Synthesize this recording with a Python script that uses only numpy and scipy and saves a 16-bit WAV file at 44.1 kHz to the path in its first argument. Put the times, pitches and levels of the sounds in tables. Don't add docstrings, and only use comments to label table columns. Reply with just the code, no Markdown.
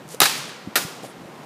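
import sys
import numpy as np
from scipy import signal
from scipy.fft import rfft, irfft
from scipy.io import wavfile
from scipy.ndimage import uniform_filter1d

SR = 44100
rng = np.random.default_rng(int(sys.argv[2]) if len(sys.argv) > 2 else 0)


def boost(x):
    u = np.asarray(x, float) / 20
    return 10 ** u


def to_wav(s):
    ch = np.atleast_2d(s).T
    pcm = np.round(np.clip(ch, -1, 1) * 32767)
    wavfile.write(sys.argv[1], SR, pcm.astype(np.int16))


N = 63945
T = np.arange(N) / SR

SLAP_S = [
    .2030,
    .2040,
    .2163,
    .2190,
]
# (level [dB], bright snap [dB], contact [ms])
SLAPS = [(-9, 21, .12), (-1.5, -14, 0.22), (1, -14, 0.19), (-8, -11.5, 0.2)]
RETURN_S = [.2262, .2307, .2335, .2405, .2553, .2578, .2605, .296, .38, .493]
# (level [dB], bright snap [dB], contact [ms])
RETURNS = [(-17, -8, 0.14), (-6.5, -11, 0.12), (-5.5, -4, 0.16), (-10.5, 10, 0.068), (-5.5, -14, 0.095),
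           (-12, -8, 0.055), (-8.5, -12, 0.14), (-12, -14, 0.66), (-29, -6, 0.33), (-30, 0, 0.084)]
# (frequency [Hz], level [dB], time to fade by 60 dB [s])
SHAFT = [(269, -7.5, 0.025), (797, -4, .04), (1241, 0.5, 0.039), (1678, -0.5, 0.027), (2500, -9, 0.029),
         (3100, -17, 0.014), (3864, 2.5, 0.048), (5420, -5, .02), (5980, -14, 0.026), (7000, -24, 0.025)]
# (frequency [Hz], level [dB], time to fade by 60 dB [s])
BLADE = [(10200, -1, 0.0044), (11700, 7, 0.0041), (13300, -6, 0.0059)]
# (frequency [Hz], level [dB], time to fade by 60 dB [s])
PAD_THUMP = [(152, -20.5, 0.048), (427, -10.5, 0.034)]
# (frequency [Hz], level [dB per Hz])
GOAL_COLOUR = [(59, -57), (100, -20), (583, -9), (970, -10), (1450, -4), (2580, -7), (9410, -12.5),
               (13800, -9), (16000, -36)]
KNOCK_S = [
    .7558,
    .7595,
    .7660,
    .7720,
    .7765,
]
# (bright joints [dB], tubes [dB])
KNOCK_DB = [(2, -4.5), (-1.5, -0.5), (-3.5, -4), (-10, -2), (-13, -1)]
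# (frequency [Hz], level [dB], time to fade by 60 dB [s])
JOINTS = [(1360, 0, 0.033), (1860, 1, 0.039), (2317, -3, .04), (2750, -5, 0.037), (3960, -1, 0.068)]
# (frequency [Hz], level [dB], time to fade by 60 dB [s])
TUBES = [(576, -4.5, 0.077), (1476, 1.5, 0.084), (1157, -22, 0.61), (1416, -18, 0.64), (3710, -24, 0.28),
         (4390, -20, 0.23), (5060, -21, 0.38)]
# (start [s], first frequency [Hz], level [dB])
SWEEPS = [
    (.7575, 1194, -14),
    (.764, 2500, -19),
]
# (time [s], level [dB], pitch [Hz], time to fade by 60 dB [s])
THUDS = [(0.051, -37, 200, .03), (.140, -33, 490, 0.023), (.1445, -29, 500, 0.031),
         (0.6725, -20.5, 280, 0.016), (.682, -28, 214, .04), (0.846, -26, 169, 0.057),
         (1.033, -30, 480, 0.015), (1.040, -29.5, 767, 0.029), (1.047, -29.5, 600, 0.027),
         (.847, -39, 260, 0.018), (1.180, -33, 258, 0.023), (1.215, -33.5, 218, 0.023),
         (1.233, -36, 230, 0.022), (1.254, -31, 250, 0.018)]
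# (time [s], level [dB])
TICKS = [
    (.0795, -37),
    (0.09, -31),
    (.1075, -34),
    (0.137, -35),
    (.141, -37),
    (.147, -24),
]
# (start [s], length [s], level [dB], low edge [Hz])
SCUFFS = [
    (0.083, 0.072, -44, 4470),
    (0.095, 0.077, -45, 900),
    (0.167, 0.032, -54, 4000),
    (.37, .025, -40.5, 8000),
    (0.473, 0.032, -52, 8000),
    (1.024, 0.051, -45, 400),
    (1.035, 0.091, -54.5, 8000),
]
# (frequency [Hz], level [dB], time to fade by 60 dB [s])
HEDGES = [(151, -30, 0.046), (500, -7.5, 0.15), (1480, -10, 0.25), (4000, -13, 0.71), (8800, -22.5, 0.62),
          (15000, -15.5, 0.26)]
# (frequency [Hz], level [dB], time to fade by 60 dB [s])
STREET = [(150, -18, 1.15), (500, -17, 0.74), (1490, -16.5, 1.21), (4000, -18.5, 1), (9400, -19, 0.52),
          (14800, -24, 0.43)]
BANDS_HZ = 125 * 2 ** np.arange(0, 7.4, .5)
# (frequency [Hz], level [dB])
GOAL_TILT = [(300, 5), (2000, -0.5), (6000, 1.5), (14000, 2.5)]
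# (frequency [Hz], level [dB per Hz])
TOWN = [(15, -85), (25, -69), (134, -3.5), (317, -8), (591, -10), (677, -12), (734, -10.5), (14800, -41),
        (16000, -59)]

SHOT_DB, DETUNE = -11, 0.02
CRACK_DB, CRACK_T60_S, CRACK_TOP_HZ = 1, 0.032, 6800
HISS_DB, HISS_S, HISS_T60_S, HISS_HZ = -27.5, 0.042, 0.19, 10900
GOAL_S, GOAL_RISE_S, GOAL_HOLD_S, GOAL_FALL_S = 0.7557, 0.004, 0.031, 0.004
GOAL_DB, FRAME_DB = -12.5, -21.5
GOAL_SAG_DB, GOAL_TREBLE_SAG_DB, GOAL_SPLIT_HZ = -8, -13, 2200
SWEEP_S, SWEEP_HZ_PER_S = 0.0073, 650000
RETURN_LOW_HZ, SCATTER_RISE_S = 900, 0.016
GOAL_NEAR_DB, GOAL_FAR_DB = -12.5, -7
GOAL_SHELF_S, GOAL_SHELF_DB = 0.84, -3.5
TOWN_DB = -41.5
MIC_LOW_HZ, TOP_HZ, CEILING = 110, 15350, 0.95


def at(table, hz, col):
    table = np.array(table, float)
    return np.interp(np.log(np.maximum(hz, 1)), np.log(table[:, 0]), table[:, col])


def unit(x):
    return x / np.sqrt(np.mean(x ** 2))


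def colour(x, table):
    hz = np.arange(N // 2 + 1) * SR / N
    return irfft(rfft(x) * boost(at(table, hz, 1)), N)


def band(x, lo_hz, hi_hz):
    edges = [lo_hz, min(hi_hz, 0.45 * SR)]
    return signal.sosfilt(signal.butter(2, edges, "band", fs=SR, output="sos"), x)


def fade(age_s, t60_s):
    return 1000.0 ** (-np.maximum(age_s, 0) / t60_s)


def hump(start_s, length_s):
    return np.sin(np.pi * np.clip((T - start_s) / length_s, 0, 1))


def ring(force, modes):
    out = np.zeros(N)
    for k, (hz, db, t60) in enumerate(modes):
        pole = np.exp(2j * np.pi * hz / SR - np.log(1000) / (t60 * SR))
        out += (-1) ** k * boost(db) * signal.lfilter([1], [1, -pole], force).imag
    return out


def push(s, ms):
    u = (T - s) / (ms / 1000)
    force = np.where((u > 0) & (u < 1), np.sin(np.pi * np.clip(u, 0, 1)), 0)
    return force / (ms * SR / 1000) * np.pi / 2


def walk(rate_hz):
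    k = int(SR / rate_hz)
    steps = np.repeat(rng.standard_normal(N // k + 1), k)
    smooth = uniform_filter1d(uniform_filter1d(steps, k), k)
    return unit(smooth[:N])


def grit(spread_db):
    return unit(rng.standard_normal(N) * boost(spread_db * rng.exponential(size=N)))


def blows(times, rows):
    noise = boost(CRACK_DB) * unit(band(grit(2.8), 540, CRACK_TOP_HZ))
    out = np.zeros(N)
    for s, (db, snap_db, ms) in zip(times, rows):
        detune = 1 + DETUNE * rng.standard_normal(len(SHAFT))
        modes = [(hz * d, mode_db, t60) for (hz, mode_db, t60), d in zip(SHAFT, detune)]
        shaft = ring(push(s, ms), modes)
        crack = noise * (T > s) * fade(T - s, CRACK_T60_S)
        snap = boost(snap_db) * ring(push(s, 0.05), BLADE)
        out += boost(db) * (shaft + crack + snap)
    return boost(SHOT_DB) * out


def blade_hiss():
    age = T - SLAP_S[0]
    env = (age > 0) * fade(age - HISS_S, HISS_T60_S)
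    noise = unit(band(grit(4.0), HISS_HZ / 1.18, HISS_HZ * 1.14))
    return boost(HISS_DB) * env * boost(2.0 * walk(250)) * noise


def shot():
    thump = ring(push(SLAP_S[2], 0.84), PAD_THUMP)
    return blows(SLAP_S, SLAPS) + thump + blade_hiss()


def goal_rattle():
    age = T - GOAL_S
    rise = np.clip(0.5 + age / GOAL_RISE_S / 2, 0, 1) * (age > 0)
    env = rise * np.exp(-np.maximum(age - GOAL_HOLD_S, 0) / GOAL_FALL_S)
    sag = np.clip(age / GOAL_HOLD_S, 0, 1)
    noise = unit(colour(grit(1.8), GOAL_COLOUR))
    low = band(noise, 100, GOAL_SPLIT_HZ)
    treble = noise - low
    return boost(GOAL_DB) * env * (low * boost(GOAL_SAG_DB * sag) + treble * boost(GOAL_TREBLE_SAG_DB * sag))


def goal_ring():
    joint_force, tube_force = np.zeros(N), np.zeros(N)
    for s, (joint_db, tube_db) in zip(KNOCK_S, KNOCK_DB):
        knock = push(s, 0.1)
        joint_force += boost(joint_db) * knock
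        tube_force += boost(tube_db) * knock
    return boost(FRAME_DB) * (ring(joint_force, JOINTS) + ring(tube_force, TUBES))


def tube_sweeps():
    out = np.zeros(N)
    for s, hz, db in SWEEPS:
        age = T - s
        cycles = (hz + SWEEP_HZ_PER_S * age / 2) * age
        out += boost(db) * hump(s, SWEEP_S) * np.sin(2 * np.pi * cycles)
    return out


def goal():
    return goal_rattle() + goal_ring() + tube_sweeps()


def feet():
    thuds = sum(ring(push(s, 600 / hz), [(hz, db, t60)]) for s, db, hz, t60 in THUDS)
    tick_force = sum(boost(db) * push(s, 0.057) for s, db in TICKS)
    ticks = 6.0 * band(tick_force, 4800, 12500)
    scuffs = np.zeros(N)
    for s, length, db, lo_hz in SCUFFS:
        env = hump(s, length) ** 0.45 * boost(1.3 * walk(180))
        scuffs += boost(db) * env * unit(band(grit(2.3), lo_hz, 11000))
    return 2.25 * thuds + ticks + scuffs


def house_echoes():
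    return band(blows(RETURN_S, RETURNS), RETURN_LOW_HZ, 16400)


def scatter(table):
    out = np.zeros(N)
    for hz in BANDS_HZ:
        noise = band(rng.standard_normal(N), hz / 1.195, hz * 1.242)
        out += boost(at(table, hz, 1)) * noise * fade(T, at(table, hz, 2))
    return np.clip(T / SCATTER_RISE_S, 0, 1) * out


def delay(x, s):
    return np.concatenate([np.zeros(int(s * SR)), x])[:N]


def street_tails():
    shot_tail = delay(scatter(HEDGES) + scatter(STREET), SLAP_S[1])
    goal_tail = boost(GOAL_NEAR_DB) * scatter(HEDGES) + boost(GOAL_FAR_DB) * scatter(STREET)
    goal_tail = delay(colour(goal_tail, GOAL_TILT), GOAL_S)
    shelf = boost(GOAL_SHELF_DB * np.clip((T - GOAL_SHELF_S) / 0.0043, 0, 1))
    return shot_tail + shelf * goal_tail


def town():
    hum = unit(colour(rng.standard_normal(N), TOWN))
    low = band(hum, 60, 340)
    gusts = boost(2.0 * walk(24.6)) - 1
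    return boost(TOWN_DB) * (hum + low * gusts) * boost(0.51 * walk(3.7))


def scene():
    return (shot() + goal() + feet() + house_echoes() + street_tails() + town())[None]


def band_limit(x):
    return signal.sosfilt(signal.butter(12, 16330, fs=SR, output="sos"), x)


def record(dry):
    x = signal.sosfilt(signal.butter(2, MIC_LOW_HZ, "high", fs=SR, output="sos"), dry)
    x = signal.sosfilt(signal.ellip(8, 0.2, 30, TOP_HZ, fs=SR, output="sos"), x)
    mix = np.clip(x, -CEILING, CEILING)
    return band_limit(mix)


dry = scene()
out = record(dry)
to_wav(out)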